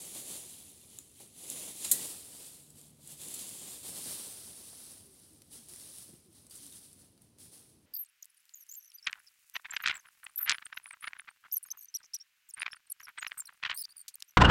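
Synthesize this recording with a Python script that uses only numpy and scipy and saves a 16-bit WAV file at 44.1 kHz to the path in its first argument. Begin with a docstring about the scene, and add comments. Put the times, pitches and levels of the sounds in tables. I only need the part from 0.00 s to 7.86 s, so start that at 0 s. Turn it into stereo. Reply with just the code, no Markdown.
"""A rake drags dry leaves over bare soil, off to the right in a walled garden; then handfuls drop on
the heap. Countless brittle edges crackle and whole blades crunch, while the tines scrape and sing.
Rake head and boots thud softly, twigs snap, and one caught tine rasps, then springs free with a clink.
Behind the wall far traffic rumbles, an engine hums for a moment and a few faint hollow tones glide by."""
import sys
import numpy as np
from scipy import signal
from scipy.fft import rfft, irfft, next_fast_len
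from scipy.io import wavfile
from scipy.ndimage import map_coordinates

SR = 44100
rng = np.random.default_rng(int(sys.argv[2]) if len(sys.argv) > 2 else 0)


def pcm_store(signal):
    """Save signal as 16-bit PCM."""
    levels = np.round(np.clip(np.atleast_2d(signal), -1, 1) * 32767)
    wavfile.write(sys.argv[1], SR, levels.astype(np.int16).T)


N = 346626

# rake strokes [t/s, rise/s, hold/s, fade/(dB/s), leaves/dB, soil/dB, singing over soil/dB]
RAKE_PULLS = [(0.0, 0.0033, 0.12, 55, -46, -63, 7.5), (0.132, .018, 0.026, 54, -44.5, -61, 10),
              (0.218, 0.094, 0.03, 80, -41.5, -58.5, 9), (0.85, .08, .05, 150, -57.5, -73, 7),
              (1.193, .012, .008, 260, -52, -62.5, -2), (1.325, .13, .045, 59, -46.8, -63, 5),
              (1.469, 0.047, 0.17, 84, -43, -58.5, 6), (1.738, 0.097, 0.066, 90, -41, -60, 14),
              (1.899, 0.039, 0.12, 62, -39.5, -56, -3), (2.222, .13, .1, 55, -49, -65.5, 3),
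              (2.728, 0.055, 0.024, 88, -56, -72.5, 0), (2.975, 0.062, .02, 80, -58, -74.5, 0.5),
              (3.045, 0.053, 0.029, 225, -48, -65, 4.5), (3.16, 0.066, 0.3, 25, -45, -63, 8.5),
              (3.373, .02, .015, 220, -45, -71, 7), (3.527, 0.17, 0.037, 128.5, -46.5, -61.5, 10.5),
              (3.818, 0.04, 0.034, 148, -43, -59, 1.5), (3.908, .05, 0.022, 66, -41.5, -58.5, 2),
              (3.984, 0.11, 0.033, 35, -39.5, -58, 1.5)]
# leaves sliding back or dropped [t/s, rise/s, hold/s, fade/(dB/s), crackle/dB, ground brush/dB]
LEAF_FALLS = [(0.42, 0.071, .02, 20, -52, -70.5), (1.09, .08, .1, 50, -61, -77),
              (4.27, 0.18, 0.47, 62, -52, -70), (5.1, 0.045, 0.094, 21.5, -62, -79),
              (5.498, .032, .018, 79, -50.3, -70), (5.68, 0.013, 0.32, 77, -51, -72.5),
              (6.28, .075, .02, 65, -61.5, -78), (6.495, 0.025, 0.15, 66, -52.5, -78),
              (6.72, 0.01, 0.027, 68, -52, -75), (6.97, 0.026, 0.019, 128, -62, -77),
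              (7.2, .015, 0.024, 130.5, -69.5, -82), (7.378, 0.037, 0.033, 151, -54, -75.5),
              (7.51, 0.022, 0.015, 80, -54.5, -70.5)]
# EQ curves of leaf edges, crunch, soil, traffic, bright crack and tine rattle [f/Hz, level/dB]
EDGE_EQ = [(2000, -53.5), (4500, -14), (6000, -8.5), (7500, -5), (9000, -1.5), (10200, 0), (11500, -6),
           (13500, -10), (15800, -14)]
CRUNCH_EQ = [(300, -23), (1200, -9), (2000, -6), (3000, -2.5), (4500, -2.5), (6000, -4), (9000, -27),
             (15000, -39)]
SOIL_EQ = [(30, -30), (70, -17), (130, -3), (280, 0.5), (500, -2), (800, -6.5), (1300, -11), (2000, -6.5),
           (4000, -28.5), (9000, -47)]
TRAFFIC_EQ = [(20, -32), (32, -20.5), (48, -7.5), (90, 2.5), (160, -1), (280, -2), (450, -10), (800, -20),
              (1600, -27), (5000, -25.5), (15000, -39)]
CRACK_EQ = [(1000, -20), (2200, -19.5), (3800, -7.5), (5700, -9), (7200, 8), (10800, 6.5), (12500, 2),
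            (15800, -7.5)]
RATTLE_EQ = [(700, -38.5), (1800, -13.5), (2700, -26.5), (3800, -12), (5700, -12), (7000, -3.5),
             (11000, 0.5), (13000, 0), (15800, -9)]
# resonances of the dragging tines [f/Hz, width/Hz, level/dB]
DRAG_MODES = [(3680, 590, -7.5), (7020, 420, 1), (7450, 250, -4.5), (8400, 220, 2.5), (12300, 900, -13)]
# partials of a far engine [f/Hz, level/dB]
ENGINE_PARTIALS = [(150.7, -67.5), (226.1, -77.5), (301.5, -81)]
# rake head and boots meeting the ground [t/s, level/dB, f/Hz, t60/s]
THUDS = [(0.83, -68.5, 500, 0.18), (1.203, -55.5, 407, 0.058), (1.53, -56, 200, .22),
         (2.99, -66, 480, 0.085), (3.265, -54, 230, 0.17), (3.5, -61, 150, 0.37), (3.87, -61, 140, 0.44),
         (4.07, -62, 132, 0.37), (4.605, -64, 400, .1), (4.728, -53.5, 750, 0.037),
         (6.087, -54.5, 268, 0.071), (6.127, -56.5, 190, 0.13), (7.21, -68, 130, 0.28)]
# dry snaps and, at 1.847 s, a short, dull rasp as the tine slips, just before the clink
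# [t/s, level/dB, relative body level/dB, f/Hz, t60/s]
SNAPS_AND_RASP = [(0.9869, -31.5, -10, 7080, .013), (1.5, -25.5, -29, 9150, 0.016),
                  (1.847, -35.5, -0.5, 3900, 0.094), (2.704, -43, -13, 7700, 0.0094),
                  (2.8135, -39.5, -16, 10100, .007), (3.0745, -39, -19, 9870, .02),
                  (3.2156, -37, -13, 9800, 0.024), (3.284, -28.5, -19, 9550, .008),
                  (3.3395, -32.5, -15, 9630, .06), (3.492, -31, -16, 10500, .008),
                  (5.4192, -40.5, -9, 8150, .009), (5.686, -45, -19, 8800, .02),
                  (5.7366, -39, -6, 9940, .008), (5.76, -41, -8, 9300, 0.016),
                  (5.9844, -34, -12, 10000, 0.0088), (6.467, -46, -13, 9300, .014),
                  (6.4976, -51, -16, 9800, .035), (6.509, -45.5, -12, 4650, .035),
                  (6.553, -43, -22, 10300, 0.08), (6.6655, -33, -23, 9400, .005),
                  (6.7237, -43, -20, 3730, 0.022), (6.9297, -47.5, -11, 9900, .018),
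                  (7.177, -55, -4, 4560, 0.01), (7.2188, -50, -24, 9650, 0.018),
                  (7.385, -51.5, -6, 9600, 0.019)]
# decay of the garden's echo [f/Hz, t60/s]
ECHO_DECAY = [(200, .3), (3000, 0.38), (12000, 0.25)]
# a tine slips, then springs free [t/s, level/dB, rise/s, relative rattle level/dB, rattle t60/s]
CLINKS = [(1.842, -14.5, 0.011, -10.5, 0.031), (1.914, -13, 0.00027, -2, 0.091)]
# ring of the freed tine [f/Hz, level/dB, t60/s]
CLINK_MODES = [(1950, -13, .06), (3600, -15, .05), (4100, -13, .06), (6850, -5, .04), (7130, -3, .06),
               (7330, -5, .05), (7710, -5, .05), (8210, -1, .07), (8400, 4, .012), (10370, -5, .05),
               (10620, -3, .045), (10840, -7, .08), (11150, -7, .08), (11300, -3, .06), (12010, -9, .045),
               (12360, -6, .06), (13550, -10, .035), (14640, -13, .06)]
# hollow tones far away [t/s, length/s, start f/Hz, end f/Hz, level/dB]
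GLIDES = [(5.021, 0.15, 426, 350, -69.5), (5.292, 0.076, 332, 295, -66), (5.548, 0.088, 243, 225, -63.5),
          (5.68, 0.085, 340, 374, -65.5), (6.248, 0.095, 402, 280, -66.5), (6.613, 0.086, 308, 262, -65.5)]
# sound common to both microphone ports [f/Hz, share of power]
COMMON_SHARE = [(100, .9), (1500, .86), (2800, .45), (7000, .42), (11000, .26), (15000, .17)]
# where the rake works, heard as a delay at the left port [t/s, lag/ms]
LEFT_LAG = [(0, .275), (1.6, .29), (2.3, .24), (3.4, .275), (4.0, .23), (4.6, .21), (7.8, .205)]
# tone difference between the ports [f/Hz, left minus right level/dB]
PORT_BALANCE = [(700, -.5), (3500, -1.5), (6000, -1.6), (8600, -5), (9700, -4), (10700, 1), (12000, 0),
                (15000, -1.5)]

TOP_HZ = 15850  # band limit


def amp(db):
    """Decibels to gain."""
    return 10 ** (np.asarray(db) / 20)


def unit(x):
    """Scale to rms 1."""
    return x / np.sqrt(np.mean(x ** 2) + 1e-20)


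def along(points, hz):
    """Read a curve on a log frequency axis."""
    f, values = np.transpose(points)
    return np.interp(np.log(hz + 1), np.log(f + 1), values)


def wobble(rate):
    """A smooth random curve, rate knots a second."""
    knots = rng.standard_normal(int(N * rate / SR) + 4)
    return map_coordinates(knots, [np.arange(N) * rate / SR])


def filtered(x, response):
    """Filter x by a gain given as a function of frequency."""
    size = next_fast_len(N + SR // 2)
    return irfft(rfft(x, size) * response(np.fft.rfftfreq(size, 1 / SR)), size)[..., :N]


def coloured(x, eq):
    """EQ white sound and keep its power."""
    return filtered(x, lambda hz: unit(amp(along(eq, hz))))


def swell(start, rise, hold, fade_db_per_s):
    """Envelope of one gesture: it builds, holds and dies away."""
    t = np.arange(N) / SR - start
    return np.clip(t / rise, 0, 1) * amp(-fade_db_per_s * np.maximum(t - rise - hold, 0))


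def envelopes(gestures):
    """One envelope for each level column; overlapping gestures add in power."""
    shapes = np.array([swell(*row[:4]) for row in gestures])
    gains = amp([row[4:] for row in gestures])
    return np.sqrt(gains.T ** 2 @ shapes ** 2)


def grains(rate, spread_db):
    """Three streams of tiny clicks, random in timing and size, rms 1."""
    happens = rng.random((3, N)) < rate / SR
    sizes = amp(spread_db * np.clip(rng.standard_normal((3, N)), -3, 3))
    return unit(happens * sizes * rng.choice([-1, 1], (3, N)))


def leaf_ticks(rate, centre_hz, scatter, cycles, spread_db):
    """Three streams of single leaves flicking, each ringing briefly at its own pitch, rms 1."""
    count = int(3 * rate * N / SR)
    starts = (rng.random((count, 1)) * 3 * N).astype(int)
    detune, size = np.hsplit(np.clip(rng.standard_normal((count, 2)), -2.5, 2.5), 2)
    hz = np.minimum(centre_hz * np.exp(scatter * detune), TOP_HZ)
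    age = np.arange(SR // 150)
    turns = hz * age / SR
    rings = amp(spread_db * size) * np.exp(-turns / cycles) * np.sin(2 * np.pi * turns)
    track = np.bincount((starts + age).ravel(), rings.ravel(), 3 * N)
    return unit(track[:3 * N].reshape(3, N))


def leaves(dragged, falling):
    """Brittle edges crackle and whole blades crunch, in clumps as leaves catch and let go."""
    stir = amp(-76.5)  # the leaves never quite lie still
    moving = np.sqrt(dragged ** 2 + falling ** 2 + stir ** 2)
    clumps = amp(0.75 * wobble(35) + 0.31 * wobble(420) + 0.53)
    # the fewer leaves are moving, the more each single one stands out
    solo = amp(np.clip(-.3 * (20 * np.log10(moving) + 46), -3, 4))
    rib_cracks = solo * amp(-11) * grains(rate=110, spread_db=1.5)
    edges = coloured(grains(rate=9000, spread_db=3.5) + rib_cracks, EDGE_EQ)
    edges += solo * amp(-9) * leaf_ticks(rate=360, centre_hz=9780, scatter=.11, cycles=16, spread_db=5)
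    blades = coloured(grains(rate=7000, spread_db=3.5) + rib_cracks, CRUNCH_EQ)
    blade_ticks = leaf_ticks(rate=200, centre_hz=4123, scatter=.284, cycles=20, spread_db=3.5)
    blades += solo * amp(-8.5) * blade_ticks
    return clumps * moving * (edges + amp(-9.5) * blades)


def soil_scrape(pressure, bite):
    """The tines bump over crumbs of soil, louder the harder they are pressed, and sing as they bite."""
    def steel(f):
        modes = (amp(db) * f * width / (hz ** 2 - f ** 2 + 1j * f * width)
                 for hz, width, db in DRAG_MODES)
        return unit(abs(sum(modes)))

    crumbs = grains(rate=2500, spread_db=5.5) * pressure * amp(1.23 * wobble(45) + 4)
    slips = grains(rate=3000, spread_db=3) * bite
    return coloured(crumbs, SOIL_EQ) + filtered(slips, steel)


def traffic():
    """A low, uneven bed of rumble from beyond the wall; one engine hums out of it for a moment."""
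    level = amp(-66.5 + 0.9 * wobble(16))
    centre, *sides = coloured(rng.standard_normal((3, N)) * level, TRAFFIC_EQ)
    clock = np.cumsum(1 + 0.0076 * wobble(13)) / SR  # the pitch wavers
    hum = sum(amp(db) * np.sqrt(2) * np.sin(2 * np.pi * hz * clock) for hz, db in ENGINE_PARTIALS)
    hum *= swell(start=2.47, rise=0.15, hold=0.52, fade_db_per_s=65)
    return centre + amp(-8) * np.array(sides) + hum


def leaf_landings(falling):
    """Among the falling leaves a few stiff ones land edge first, each with a tick of its own."""
    edges = leaf_ticks(rate=76, centre_hz=9700, scatter=.13, cycles=14, spread_db=6.5)
    stems = leaf_ticks(rate=40, centre_hz=4320, scatter=.23, cycles=5.5, spread_db=2)
    return amp(-9.5) * falling * (edges + amp(-7) * stems)


def ground_thuds():
    """Soft ground deadens each blow of rake head or boot to a short, dull puff."""
    out, t = np.zeros(N + SR), np.arange(SR // 4) / SR
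    for start, db, hz, t60 in THUDS:
        band = signal.butter(2, [hz / 1.6, hz * 1.6], "bandpass", fs=SR)
        envelope = amp(-60 * t / t60) * (1 - np.exp(-t / 0.003))
        puff = signal.lfilter(*band, envelope * rng.standard_normal(len(t)))
        makeup_gain = np.sqrt(SR / (2 * hz))
        out[round(start * SR):][:len(t)] += amp(db + 3) * makeup_gain * puff
    return out[:N]


def snaps_and_rasp():
    """Each snap, and the slipping tine's rasp, layers a bright crack, a duller body and a brief ring."""
    crack, body, ring = np.zeros((3, 3, N + SR))
    t = np.arange(SR // 16) / SR
    for start, db, body_db, hz, t60 in SNAPS_AND_RASP:
        envelope = amp(db - 60 * t / t60) * (1 - np.exp(-t / 0.00025))
        span = slice(round(start * SR), round(start * SR) + len(t))
        crack[:, span] += envelope * rng.standard_normal((3, len(t)))
        body[:, span] += amp(body_db) * envelope * rng.standard_normal((3, len(t)))
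        ring[0, span] += envelope * np.sin(2 * np.pi * hz * t)
    return amp(0.5) * (coloured(crack, CRACK_EQ) + ring[:, :N]) + coloured(body, CRUNCH_EQ)


def garden_echo(x):
    """Wall and trunks return a thin, diffuse echo."""
    hz, t, noise = signal.stft(rng.standard_normal((2, SR // 2)), SR, nperseg=256)
    decay = amp(-60 * t / along(ECHO_DECAY, hz)[:, None])
    _, tail = signal.istft(noise * decay, SR, nperseg=256)
    return signal.fftconvolve(x, tail / np.linalg.norm(tail[0]), axes=1)[:, :N]


def tine_clink():
    """A springy tine rattles against its neighbours and rings briefly."""
    ring, rattle = np.zeros((2, 3, N + SR))
    t = np.arange(SR // 4) / SR
    for start, db, rise, rattle_db, rattle_t60 in CLINKS:
        span = slice(round(start * SR), round(start * SR) + len(t))
        attack = amp(db) * (1 - np.exp(-t / rise))
        for hz, mode_db, t60 in CLINK_MODES:
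            partial = np.sin(2 * np.pi * (hz * t + rng.random()))
            ring[0, span] += attack * amp(mode_db - 5 - 60 * t / t60) * partial
        rattle_envelope = attack * amp(rattle_db - 60 * t / rattle_t60)
        rattle[:, span] += rattle_envelope * rng.standard_normal((3, len(t)))
    return ring[:, :N] + coloured(rattle, RATTLE_EQ)


def far_tones():
    """Soft low glides, blurred by distance, barely above the rumble."""
    out, blur = np.zeros(N), 0.5 * wobble(60)
    for start, length, start_hz, end_hz, db in GLIDES:
        span = slice(round(start * SR), round((start + length) * SR))
        progress = np.linspace(0, 1, len(out[span]))
        phase = 2 * np.pi * np.cumsum(start_hz + (end_hz - start_hz) * progress) / SR
        out[span] += amp(db + 3) * np.sin(np.pi * progress) * np.sin(phase + blur[span])
    return out


def place_right(streams):
    """Stream 0 comes straight from the right, late at the left port; 1 and 2 scatter, one to each."""
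    samples = np.arange(N)
    lag_ms = np.interp(samples / SR, *np.transpose(LEFT_LAG))
    right = filtered(streams[0], lambda hz: np.sqrt(along(COMMON_SHARE, hz)))
    left = map_coordinates(right, [samples - lag_ms * SR / 1000])
    scattered = filtered(streams[1:], lambda hz: np.sqrt(1 - along(COMMON_SHARE, hz)))
    return np.array([left, right]) + scattered


def scene():
    """Rustle, scrape and thuds over the far bed; only snaps, rasp and clink feed the echo."""
    pulls = [(*gesture, soil_db, soil_db + sing_db) for *gesture, soil_db, sing_db in RAKE_PULLS]
    dragged, pressure, bite = envelopes(pulls)
    falling, brushing = envelopes(LEAF_FALLS)
    rustle = leaves(dragged, falling) + leaf_landings(falling)
    scrape = soil_scrape(np.hypot(pressure, brushing), bite)
    accents = snaps_and_rasp() + tine_clink()
    foreground = place_right(rustle + scrape + accents) + ground_thuds()
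    return foreground + amp(-10.5) * garden_echo(accents[:1]) + traffic() + far_tones()


def record(dry):
    """The two ports resonate at slightly different pitches; nothing passes above the band limit."""
    side = np.array([[.5], [-.5]])
    return filtered(dry, lambda hz: amp(side * along(PORT_BALANCE, hz)) * (hz < TOP_HZ))


dry = scene()
out = record(dry)
pcm_store(out)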